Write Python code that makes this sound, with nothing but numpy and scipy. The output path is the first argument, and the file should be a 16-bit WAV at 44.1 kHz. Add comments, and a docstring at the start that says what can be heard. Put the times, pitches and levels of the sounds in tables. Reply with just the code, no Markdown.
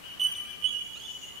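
"""Bellbirds ping from the trees around a bush clearing: each ping is a grace note and a nearly pure
tone that rings on among the trunks. Farther off, other birds give nasal chirps and one rising call,
both coloured by throat resonances, along with thin whistles and a high twitter.
Underneath lie a steady hiss, one soft low bump and two dry ticks."""
import sys
import numpy as np
from scipy import signal
from scipy.fft import rfft, irfft, next_fast_len
from scipy.io import wavfile
from scipy.ndimage import uniform_filter1d

SR = 44100
rng = np.random.default_rng(int(sys.argv[2]) if len(sys.argv) > 2 else 0)


def master_out(mix):
    """Clip the mix to full scale and print it as 16-bit PCM to the path in sys.argv[1]."""
    frames = np.transpose(np.atleast_2d(mix))
    ceiling = np.clip(frames, -1, 1)
    pcm = np.round(ceiling * 32767).astype(np.int16)
    wavfile.write(sys.argv[1], SR, pcm)


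N = 61739
T = np.arange(N) / SR
BIN_HZ = np.fft.rfftfreq(N, 1 / SR)


def from_db(db):
    """Decibels to gain."""
    return 10 ** (np.asarray(db) / 20)


def eq_db(curve, hz):
    """Read an EQ curve on a log-frequency axis."""
    f, db = np.transpose(curve)
    return np.interp(np.log(np.maximum(hz, 1)), np.log(f), db)


def panned(x, pan_db):
    """Constant-power pan; pan_db is left over right."""
    gains = from_db([[pan_db / 2], [-pan_db / 2]])
    return x * gains / np.sqrt(np.mean(gains ** 2))


def drift(rate_hz):
    """Random modulator of spread 1, rolling off above rate_hz."""
    wander = irfft(rfft(rng.standard_normal(N)) / (1 + (BIN_HZ / rate_hz) ** 2), N)
    return wander / wander.std()


def gate(start, length, attack, release):
    """Envelope with a smooth attack, a hold and an exponential release; times in seconds."""
    t = T - start
    rise = np.sin(np.pi / 2 * np.clip(t / attack, 0, 1))
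    return rise * np.exp(-np.clip((t - length) / release, 0, 20))


def voice(hz, harmonics_db):
    """Additive tone that follows a pitch curve."""
    phase = 2 * np.pi * np.cumsum(hz) / SR
    return np.sqrt(2) * sum(from_db(db) * np.sin(k * phase) for k, db in enumerate(harmonics_db, 1))


def noise_band(hz, octaves):
    """Noise of spread 1 around one frequency."""
    shape = np.exp(-(np.log2((BIN_HZ + 1) / hz) / octaves) ** 2 / 2)
    band = irfft(rfft(rng.standard_normal(N)) * shape, N)
    return band / band.std()


# Colour of the hiss before the swell: f/Hz, density/(dB per Hz)
HISS_EQ = [(20, -89), (40, -82.5), (70, -80), (120, -83), (200, -79.5), (400, -83.5), (800, -88),
           (1500, -91), (2600, -91), (4000, -95), (5500, -97.5), (9000, -99), (13000, -99.5), (15500, -102)]
# Stereo width of the hiss: f/Hz, side over mid/dB
HISS_SPREAD = [(30, 4.5), (120, 1), (350, 6), (700, 5), (1400, 2), (3000, 0), (6000, -0.5), (13000, -4.5)]
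# Fader ride on its midrange: t/s, gain/dB
BREEZE_SWELL = [(0, 5), (.33, 4.5), (.7, 0.5), (1.05, 0.5), (1.4, 3.5)]

def hiss():
    """A wide, steady noise bed whose midrange swells and ebbs like a breeze."""
    mid, side = rfft(rng.standard_normal((2, N)))
    width = from_db(eq_db(HISS_SPREAD, BIN_HZ))
    stereo = (mid + width * side * [[1], [-1]]) / np.sqrt(1 + width ** 2)
    bed = stereo * from_db(eq_db(HISS_EQ, BIN_HZ)) * np.sqrt(SR / 2)
    midrange = np.exp(-np.log2((BIN_HZ + 1) / 1570) ** 2 / 2)   # an octave either side of 1570 Hz
    swell = from_db(np.interp(T, *np.transpose(BREEZE_SWELL)))
    return panned(irfft(bed * (1 - midrange), N) + swell * irfft(bed * midrange, N), pan_db=1.05)


def puff():
    """A faint low bump, perhaps air touching the microphone."""
    envelope = gate(start=.625, length=.046, attack=.02, release=.02)
    return from_db(-59) * envelope * noise_band(hz=65.5, octaves=.45)


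# Fade of the twitter, in and out: t/s, level/dB
TWITTER_FADE = [(.95, -73), (1.02, -58), (1.12, -54.5), (1.24, -58), (1.4, -74)]
# Its colour: f/Hz, gain/dB
TWITTER_EQ = [(4500, -27), (5600, -14), (6000, -6), (6350, -15), (6900, -7), (7200, -8.5), (7800, -38),
              (12000, -62)]

def twitter():
    """Small birds far off, smeared by the forest into a high shimmer of noise."""
    band = irfft(rfft(rng.standard_normal((2, N))) * from_db(eq_db(TWITTER_EQ, BIN_HZ)), N)
    level_db = np.interp(T, *np.transpose(TWITTER_FADE)) + 2.1 * drift(rate_hz=30)
    return band / band.std() * from_db(level_db)


# Whistle cues: t/s, length/s, start f/Hz, end f/Hz, level/dB, pan/dB
WHISTLE_CUES = [(0.122, 0.098, 1138, 1169, -62, 14), (0.207, 0.23, 1183, 1198, -64, 2),
                (0.51, .13, 1191, 1192, -64, 6.5), (0.245, 0.17, 1985, 1952, -65.5, 0),
                (0.317, 0.31, 2368, 2372, -59.5, -1.5), (0.736, 0.164, 2338, 2374, -66.5, -15),
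                (0.835, 0.028, 6900, 6820, -60, -4), (.925, 0.08, 6780, 6550, -59.5, -6),
                (1.037, 0.05, 6480, 6570, -60.5, 0), (1.091, 0.11, 6900, 6820, -60, 3),
                (1.206, 0.061, 6750, 6670, -59.5, 1), (0.875, 0.235, 885, 859, -68.5, 12),
                (1.263, 0.044, 2100, 2020, -62, -2), (1.327, 0.099, 1150, 1171, -63, 9)]

def whistles():
    """Faint, gliding pure notes from deep in the bush; returns direct sound and forest send."""
    direct = 0
    for start, length, start_hz, end_hz, db, pan_db in WHISTLE_CUES:
        glide = np.interp(T, [start, start + length], [start_hz, end_hz])
        pitch = glide * (1 + .0037 * drift(rate_hz=120))
        envelope = gate(start, length, attack=.013, release=.013)
        direct += panned(envelope * voice(pitch, [db]), pan_db)
    return direct, from_db(3.5) * direct


# Top of each chirp's arch: t/s, f/Hz, level before the throat/dB
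CHIRP_CUES = [(.072, 1603, -52), (.284, 1640, -49), (.497, 1665, -49), (.750, 1646, -55.5)]
# Nasal throat resonances: f/Hz, gain/dB
CHIRP_FORMANTS = [(1100, -11), (1600, -10.5), (2300, -1), (2900, 4), (3200, 2), (3700, -15), (5000, -17.5)]

def chirps():
    """Far chirps arch in pitch through fixed throat resonances; returns direct sound and forest send."""
    calls = 0
    for peak_s, hz, db in CHIRP_CUES:
        arch = np.minimum(((T - peak_s) / .042) ** 2, 2)   # 0 at the top, 1 at 42 ms either side
        pitch = hz * (1 - .22 * arch + .0085 * drift(rate_hz=120))
        harmonics_db = [eq_db(CHIRP_FORMANTS, k * pitch) for k in range(1, 4)]
        calls += from_db(db) * (1 - arch / 2) * voice(pitch, harmonics_db)
    direct = panned(calls, pan_db=10)
    return direct, from_db(1) * direct


# Contour of the rising call: t/s, f/Hz, level before the throat/dB
RISING_CONTOUR = [(0.939, 1100, -84), (.957, 1204, -50), (0.974, 1380, -44), (1.0, 1494, -52.5),
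                  (1.021, 1630, -43), (1.04, 1675, -53), (1.058, 1727, -40.5), (1.083, 1750, -66),
                  (1.112, 1740, -57)]
# Reedy throat resonances: f/Hz, gain/dB
RISING_FORMANTS = [(1200, -7.5), (1700, -27), (2400, -6.5), (3500, 2), (4200, -12), (5200, -22.5),
                   (6800, -23), (9000, -26)]

def rising_call():
    """An upward slur sweeps its harmonics through the throat; returns direct sound and forest send."""
    times, hz, db = np.transpose(RISING_CONTOUR)
    pitch = np.interp(T, times, hz) * (1 + .01197 * drift(rate_hz=206))
    envelope = from_db(np.interp(T, times, db)) * (T > times[0]) * (T < times[-1])
    harmonics_db = [eq_db(RISING_FORMANTS, k * pitch) for k in range(1, 7)]
    direct = panned(envelope * voice(pitch, harmonics_db), pan_db=-7)
    return direct, from_db(-3) * direct


# Tick cues: t/s, level/dB
TICK_CUES = [(0.206, -37), (.349, -41)]

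def ticks():
    """Brief dry clicks near the pitch of the bellbirds."""
    envelope = sum(from_db(db) * gate(t, length=.0034, attack=.001, release=.0034) for t, db in TICK_CUES)
    return noise_band(hz=3060, octaves=.13) * envelope


FAR_T60_S, NEAR_T60_S, NEAR_DB, PREDELAY_S = 2, .26, 3.5, .013
TREBLE_HZ, TREBLE_LOSS_DB_PER_S = 7460, 28

def forest(send):
    """Trunks and leaves scatter a quick near ring and a long far tail, different for each ear."""
    decay = from_db(-60 * T / FAR_T60_S) + from_db(NEAR_DB - 60 * T / NEAR_T60_S)
    echoes = rng.standard_normal((2, N)) * decay * (T > PREDELAY_S)
    damped = echoes * from_db(-TREBLE_LOSS_DB_PER_S * T)   # air and leaves swallow the top sooner
    size = next_fast_len(2 * N)
    treble = 1 / (1 + (TREBLE_HZ / (np.fft.rfftfreq(size, 1 / SR) + 1)) ** 6)
    response = (1 - treble) * rfft(echoes, size) + treble * rfft(damped, size)
    response /= np.sqrt(uniform_filter1d(abs(response) ** 2, size=60, axis=1))   # no pitch is favoured
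    return irfft(rfft(send, size) * response, size)[:, :N]


GRACE_LEAD_S, GRACE_PITCH_RATIO = .0178, .99   # the grace note comes just ahead, slightly flat
FLICK_HZ, FLICK_S, SAG_DB_PER_S = 297, .001427, 49
# Ping cues: t/s, f/Hz, length/s, direct level/dB, pan/dB, send level/dB, send pan/dB,
# grace note gain/dB, then the gains of harmonics 2, 3 and 4 at full envelope/dB
PING_CUES = [(0.038, 2935, 0.049, -54, 18, -42, 0.5, -1, -28, -28.5, -35),
             (.214, 2987, 0.056, -22.5, -5.5, -28.5, 1, -6.5, -24, -19, -26),
             (0.369, 2985, 0.021, -39.5, -4, -50.5, 6, -3, -16.5, -15, -34),
             (.641, 2977, 0.022, -22, -15.5, -28.5, -4, -13, -37.5, -27.5, -48),
             (0.665, 3332, 0.029, -33.5, -12.5, -36, -4.5, -17, -15, -24.5, -40),
             (0.744, 2927, 0.029, -29, -20, -32.5, -4.5, -5.5, -29.5, -29, -50),
             (1.097, 2962, .022, -40, 9.5, -40.5, 7, 2, -32, -31, -48),
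             (1.147, 2966, 0.021, -41.5, 6, -44, -18, -4, -34, -31, -48),
             (1.230, 2870, 0.022, -41, -2, -40, 1.5, -11, -27, -26, -38),
             (1.390, 2964, .03, -45, 11, -43, -4, 3, -28, -32, -43)]

def bellbirds():
    """Each ping is a grace note and a held, nearly pure tone; returns direct sound and forest send."""
    direct, send = 0, 0
    for start, hz, length, db, pan_db, send_db, send_pan_db, grace_db, *overtones_db in PING_CUES:
        grace_s, turn_s = start - GRACE_LEAD_S, start - 2 * FLICK_S
        # each note snaps down onto its pitch
        flick = FLICK_HZ * (np.exp(-abs(T - grace_s) / FLICK_S) + np.exp(-abs(T - turn_s) / FLICK_S))
        wobble = .00441 * drift(rate_hz=107)
        pitch = hz * (np.where(T < turn_s, GRACE_PITCH_RATIO, 1) + wobble) + flick
        sag_db = -SAG_DB_PER_S * np.maximum(T - start, 0)
        flutter_db = 2 * drift(rate_hz=74)
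        held = gate(start, length, attack=.0056, release=.0099) * from_db(sag_db + flutter_db)
        grace = from_db(grace_db) * gate(grace_s, .85 * GRACE_LEAD_S, attack=.0017, release=.0024)
        envelope = held + grace
        tone = envelope * voice(pitch, [0])
        fifth_db = overtones_db[-1] - 11.5
        overtones = voice(pitch, [-np.inf, *overtones_db, fifth_db])
        overtones *= envelope ** 1.4 * from_db(3 * drift(rate_hz=94))   # louder is brighter
        # the overtones arrive further left, and leaves scatter them more than the fundamental
        direct += from_db(db) * (panned(tone, pan_db) + panned(overtones, pan_db + 9))
        send += panned(from_db(send_db) * (tone + from_db(5) * overtones), send_pan_db)
    return direct, send


def scene():
    """Mix the birds and their fluttering forest ring with the ticks, the bump and the hiss."""
    direct, send = np.sum([bellbirds(), chirps(), rising_call(), whistles()], axis=0)
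    depth = .31
    wander = np.array([drift(rate_hz=61), drift(rate_hz=61)])
    flutter = (1 + depth * wander) / np.sqrt(1 + depth ** 2)
    return direct + flutter * forest(send) + twitter() + ticks() + puff() + hiss()


def record(dry):
    """A steep high cut at 15.6 kHz on the master."""
    return signal.sosfiltfilt(signal.ellip(10, .05, 70, 15600, fs=SR, output="sos"), dry)


dry = scene()
out = record(dry)
master_out(out)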